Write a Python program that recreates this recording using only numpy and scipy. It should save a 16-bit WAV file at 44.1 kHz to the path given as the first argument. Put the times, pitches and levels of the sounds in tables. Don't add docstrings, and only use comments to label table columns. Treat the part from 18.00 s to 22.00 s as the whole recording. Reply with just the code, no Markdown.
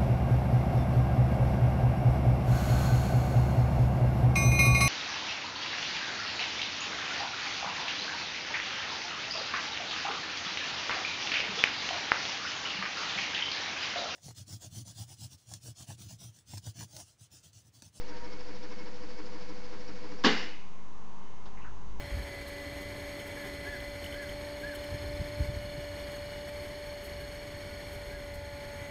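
import sys
import numpy as np
from scipy import signal
from scipy.fft import rfft, irfft
from scipy.io import wavfile

SR = 44100
rng = np.random.default_rng(int(sys.argv[2]) if len(sys.argv) > 2 else 0)


def materialize(psi):
    bounded = np.clip(np.atleast_2d(psi).T, -1, 1)
    quanta = np.round(bounded * 32767).astype(np.int16)
    wavfile.write(sys.argv[1], SR, quanta)


N = 176400
TIME = np.arange(N) / SR
TURNS_PER_S, TREBLE_EDGE_HZ = 12.84, 7680
LN_1000 = np.log(1000)

# (frequency [Hz], relative level [dB])
CLATTER_COLOUR = [(140, -18), (200, -0.5), (290, 2.5), (480, -3), (640, -11), (780, 0), (1130, -4),
                  (1300, -5), (1650, -4), (2080, -5), (2200, -16), (2950, -3.5), (3300, -8.5), (3600, -7),
                  (4250, -10.5), (4650, -8), (5600, -16), (7600, -29.5)]


def amp(db):
    return 10 ** (np.asarray(db) / 20)


def unit(x):
    return x / np.sqrt(np.mean(x ** 2) + 1e-20)


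def curve(points, hz):
    f, value = np.transpose(points)
    return np.interp(np.log(hz + 1), np.log(f + 1), value)


def fader(points):
    return amp(np.interp(TIME, *np.transpose(points)))


def noise(*colours):
    hz = np.fft.rfftfreq(N, 1 / SR)
    gain = amp(sum(curve(colour, hz) for colour in colours)) * (hz < TREBLE_EDGE_HZ)
    return unit(irfft(rfft(rng.standard_normal(N)) * gain, N))


def band(hz, octaves):
    away = np.log2((np.fft.rfftfreq(N, 1 / SR) + 1) / hz) / octaves
    return unit(irfft(rfft(rng.standard_normal(N)) * np.exp(-.5 * away ** 2), N))


def drift(rate_hz):
    lowpass = np.exp(-(np.fft.rfftfreq(N, 1 / SR) / rate_hz) ** 2)
    return unit(irfft(rfft(rng.standard_normal(N)) * lowpass, N))


def tone(hz):
    return np.sin(2 * np.pi * (np.cumsum(hz * np.ones(N)) / SR + rng.random()))


def wavering(partials):
    waver_db, waver_hz = 3, 2
    return sum(amp(db + waver_db * drift(5.5)) * tone(hz + waver_hz * drift(4.83)) for hz, db in partials)


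def arch(start, length):
    return np.sin(np.pi * np.clip((TIME - start) / length, 0, 1))


def struck(start, rise, decay):
    age = np.maximum(TIME - start, 0)
    return (1 - np.exp(-age / rise)) * np.exp(-np.minimum(age / decay, 60))


def contact(peak_s=0.018):
    return np.abs(np.cos(np.pi * TURNS_PER_S * (TIME - peak_s)))


def reel_motors():
    # (frequency [Hz], level [dB], throb depth [ratio], pitch sway [ratio], throb peak [s])
    hum = [(207.6, -70.5, 0.4, 0.49, 0.067), (303, -62.5, 0.62, -0.42, 0.018),
           (394.6, -70.5, 0.49, -0.0081, 0.02), (499.5, -55, 0.76, -0.77, 0.014)]
    glide_rad = 0.38
    out = np.zeros(N)
    for hz, db, depth, sway, peak in hum:
        turn = 2 * np.pi * TURNS_PER_S * (TIME - peak)
        mains = np.exp(2j * np.pi * (hz * TIME + rng.random()) + 1j * glide_rad * np.cos(turn))
        throb = 1 + depth * np.cos(turn) + 1j * sway * np.sin(turn)
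        out += np.sqrt(2) * amp(db) * (mains * throb).real
    return out


def tape_swish():
    # (frequency [Hz], relative level [dB])
    colour = [(500, -13), (950, -2.5), (1200, -7.5), (1900, -10), (3700, -15), (5000, -8.5), (7500, -31)]
    chirp_hz, rise_hz, width_hz = 4570, 810, 260
    touch = contact()
    pressure = amp(1.4 * drift(rate_hz=12)) * touch ** 3.9
    chirp = drift(width_hz) * tone(chirp_hz + rise_hz * (1 + 0.2 * drift(TURNS_PER_S)) * touch ** 2)
    return pressure * (amp(-55) * noise(colour) + amp(-60) * chirp)


def tape_squeals():
    # (start [s], length [s], gain [dB])
    squeals = [(.085, 0.12, 0), (.195, 0.098, 1.6)]
    # (harmonic [number], level [dB])
    partials = [(2, -58), (3, -50.5)]
    pitch_hz = 313 * (1 + 0.0081 * drift(rate_hz=21))
    voice = sum(amp(db) * tone(harmonic * pitch_hz) for harmonic, db in partials)
    rub = amp(-58) * band(hz=1590, octaves=0.33)
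    return sum(amp(db) * arch(start, length) for start, length, db in squeals) * (voice + rub)


def tape_rush():
    # (frequency [Hz], relative level [dB])
    colour = [(100, -14.5), (150, -26), (178, 4), (240, -1.5), (272, -11.5), (310, -12.5), (420, -2),
              (560, -7), (950, -7), (1200, -11), (1800, -9.5), (3700, -18), (4600, -13.5), (5400, -16.5),
              (7500, -30)]
    return amp(-53) * noise(colour)


def tape_guides():
    # (frequency [Hz], level [dB], width [octaves])
    whistles = [(2225, -67.5, 0.0085), (4520, -68, 0.052)]
    # (start [s], length [s], level [dB])
    squeaks = [(0.287, 0.084, -55), (0.677, 0.24, -60.5)]
    whistling = sum(amp(db) * band(hz, width) for hz, db, width in whistles)
    squeak_gain = contact() * sum(amp(db) * arch(start, length) for start, length, db in squeaks)
    return whistling + squeak_gain * band(hz=2187, octaves=0.013)


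def flange_scuffs():
    # (time [s], gain [dB])
    scuffs = [(0.093, -1), (.255, -3), (.32, -2), (.48, 1), (0.632, -2), (0.702, -0.5), (0.79, -2),
              (.858, -0.5), (1.023, -2), (1.182, 1.5), (1.34, -0.5), (1.49, 1), (1.719, 0), (1.879, 2),
              (2.035, 0), (2.106, 1.5)]
    # (frequency [Hz], level [dB], length [s])
    reel_modes = [(203.3, -58.5, 0.11), (307.5, -46.5, 0.049), (417.3, -53, 0.054), (978, -52.5, 0.027)]
    out = np.zeros(N)
    scrape = amp(-55.5) * band(hz=1300, octaves=0.65)
    for start, db in scuffs:
        out += amp(db) * arch(start, length=0.047) * scrape
        for hz, mode_db, length in reel_modes:
            t = np.arange(0, length, 1 / SR)
            detuned_hz = hz * (1 + 0.027 * rng.uniform(-1.33, 1))
            ring = np.sin(2 * np.pi * (detuned_hz * t + rng.random()))
            out[round(start * SR):][:len(t)] += amp(db + mode_db) * np.sin(np.pi * t / length) * ring
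    return out


def stop_clunk():
    # (time [s], gain [dB])
    blows = [(2.2377, -4), (2.245, 0.5), (2.2500, -7.5), (2.2584, -8), (2.27, -15)]
    rise_s, t60_s = 0.0012, 0.2
    clatter = sum(amp(-21.5 + db) * struck(start, rise_s, t60_s / LN_1000) * noise(CLATTER_COLOUR)
                  for start, db in blows)
    hardest_s = blows[1][0]
    return clatter + chassis_ring(hardest_s) + metal_ring(hardest_s) + room_tail(hardest_s)


def chassis_ring(start):
    # (frequency [Hz], level [dB], T60 [s], build-up [s])
    modes = [(177, -25.5, 0.28, 0.017), (223, -24.5, 0.27, 0.012), (257, -19.5, 0.16, 0.0028),
             (288.5, -22, 0.18, 0.012), (383, -18, 0.088, 0.013), (430, -22, 0.27, 0.02),
             (472, -18.5, 0.23, 0.047), (1122, -20, 0.12, 0.0023), (1683, -17.5, 0.042, 0.00091)]
    return sum(amp(db) * struck(start, rise, t60 / LN_1000) * np.sin(2 * np.pi * hz * (TIME - start))
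               for hz, db, t60, rise in modes)


def metal_ring(start):
    # (frequency [Hz], level [dB], T60 [s])
    modes = [(2215, -46, 0.97), (2740, -40.5, 0.28), (2864, -31.5, 0.57), (2970, -40, 0.76),
             (3500, -44, .42), (4400, -41.5, .45), (4620, -24, 0.055)]
    split_hz, rise_s = 32, 0.003
    out = np.zeros(N)
    for hz, db, t60 in modes:
        pair = tone(hz - split_hz / 2) + tone(hz + split_hz * rng.random()) / 2
        out += amp(db) * struck(start, rise_s, t60 / LN_1000) * pair
    return out


def room_tail(start):
    # (frequency [Hz], relative level [dB])
    tint = [(200, 0), (1000, -2.5), (1900, 3.5), (2300, 5), (2950, -0.5), (5400, -0.5), (6300, -0.5)]
    # (frequency [Hz], T60 [s])
    reverb_time = [(200, 0.67), (1900, 0.58), (2350, 0.9), (3000, 0.6), (6000, 0.67)]
    hz, t, spectrum = signal.stft(noise(CLATTER_COLOUR, tint), SR, nperseg=256)
    fade = np.exp(-LN_1000 * np.maximum(t - start, 0) / curve(reverb_time, hz)[:, None])
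    tail = signal.istft(spectrum * fade, SR)[1][:N]
    attack = np.clip((TIME - start) / 0.0053, 0, 1)
    return amp(-23.5) * attack * tail


def brake_scrape():
    return amp(-51) * arch(start=2.31, length=0.17) * band(hz=5220, octaves=0.095)


def capstan():
    # (frequency [Hz], level [dB])
    motor = [(188.4, -59.5), (394, -65.5), (947.5, -67.5), (2128, -75.5)]
    # (frequency [Hz], level [dB])
    bearing = [(479, -66), (1075, -61.5), (1206, -67), (1809, -73), (3035, -75), (3225, -78)]
    # (frequency [Hz], relative level [dB])
    whirr_colour = [(130, -7), (190, -6.5), (300, -21.5), (420, -2.5), (600, -8), (1040, 2.5),
                    (1400, -14.5), (2200, -32.5), (2700, -17.5), (3600, -27.5), (7000, -36.5)]
    # (time [s], level [dB])
    whirr_swell = [(0, -71), (2.8, -59), (3.1, -55.5), (3.38, -57), (3.65, -54), (4, -58)]
    tones = wavering(motor) + arch(start=2.81, length=0.61) * wavering(bearing)
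    return tones + fader(whirr_swell) * noise(whirr_colour)


def finger():
    # (time [s], level [dB], centre [Hz], width [octaves], attack [s], decay [s])
    touches = [(3.455, -57, 3700, .45, .0005, 0.025), (3.457, -50.5, 700, 0.83, 0.0023, 0.03),
               (3.571, -53, 2040, 0.26, 0.0012, 0.031), (3.618, -57, 2620, 0.15, 0.0019, 0.043),
               (3.639, -46, 1430, 0.33, 0.0092, 0.041)]
    return sum(amp(db) * struck(start, rise, decay) * band(hz, width)
               for start, db, hz, width, rise, decay in touches)


def background():
    # (frequency [Hz], relative level [dB])
    room_tone = [(10, -8.5), (32, -20.5), (48, 2), (62, -8), (240, -7.5), (550, -20.5), (1500, -21.5),
                 (5000, -32), (7500, -37.5)]
    # (frequency [Hz], relative level [dB])
    rumble_colour = [(25, -3.5), (50, -7), (130, -10.5), (2000, -57.5)]
    # (time [s], gain [dB])
    rumble_swell = [(0, -60.5), (.45, -62), (.7, -69.5), (2.0, -58.5), (2.4, -77.5), (3.3, -65),
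                    (3.6, -53.5), (4, -49.5)]
    shaft_hz, whine_step_hz, whine_centre_hz, whine_width_hz = 48.4, 293, 6190, 740
    whine = sum(np.exp(-((hz - whine_centre_hz) / whine_width_hz) ** 2) * np.cos(2 * np.pi * hz * TIME)
                for hz in np.arange(whine_step_hz, TREBLE_EDGE_HZ, whine_step_hz))
    rumble = fader(rumble_swell) * (noise(rumble_colour) + amp(5.5) * tone(shaft_hz))
    return amp(-56) * noise(room_tone) + rumble + amp(-75.5) * whine


def scene():
    stop_s, fade_s = 2.46, 0.1
    running = np.clip(1 - (TIME - stop_s) / fade_s, 0, 1)
    winding = reel_motors() + tape_swish() + tape_squeals() + tape_rush() + tape_guides() + flange_scuffs()
    return (running * winding + stop_clunk() + brake_scrape() + capstan() + finger() + background())[None]


def record(dry):
    lowpass = signal.firwin(801, TREBLE_EDGE_HZ, window=("kaiser", 9), fs=SR)
    return signal.oaconvolve(dry, lowpass[None], "same") - 0.0427


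dry = scene()
out = record(dry)
materialize(out)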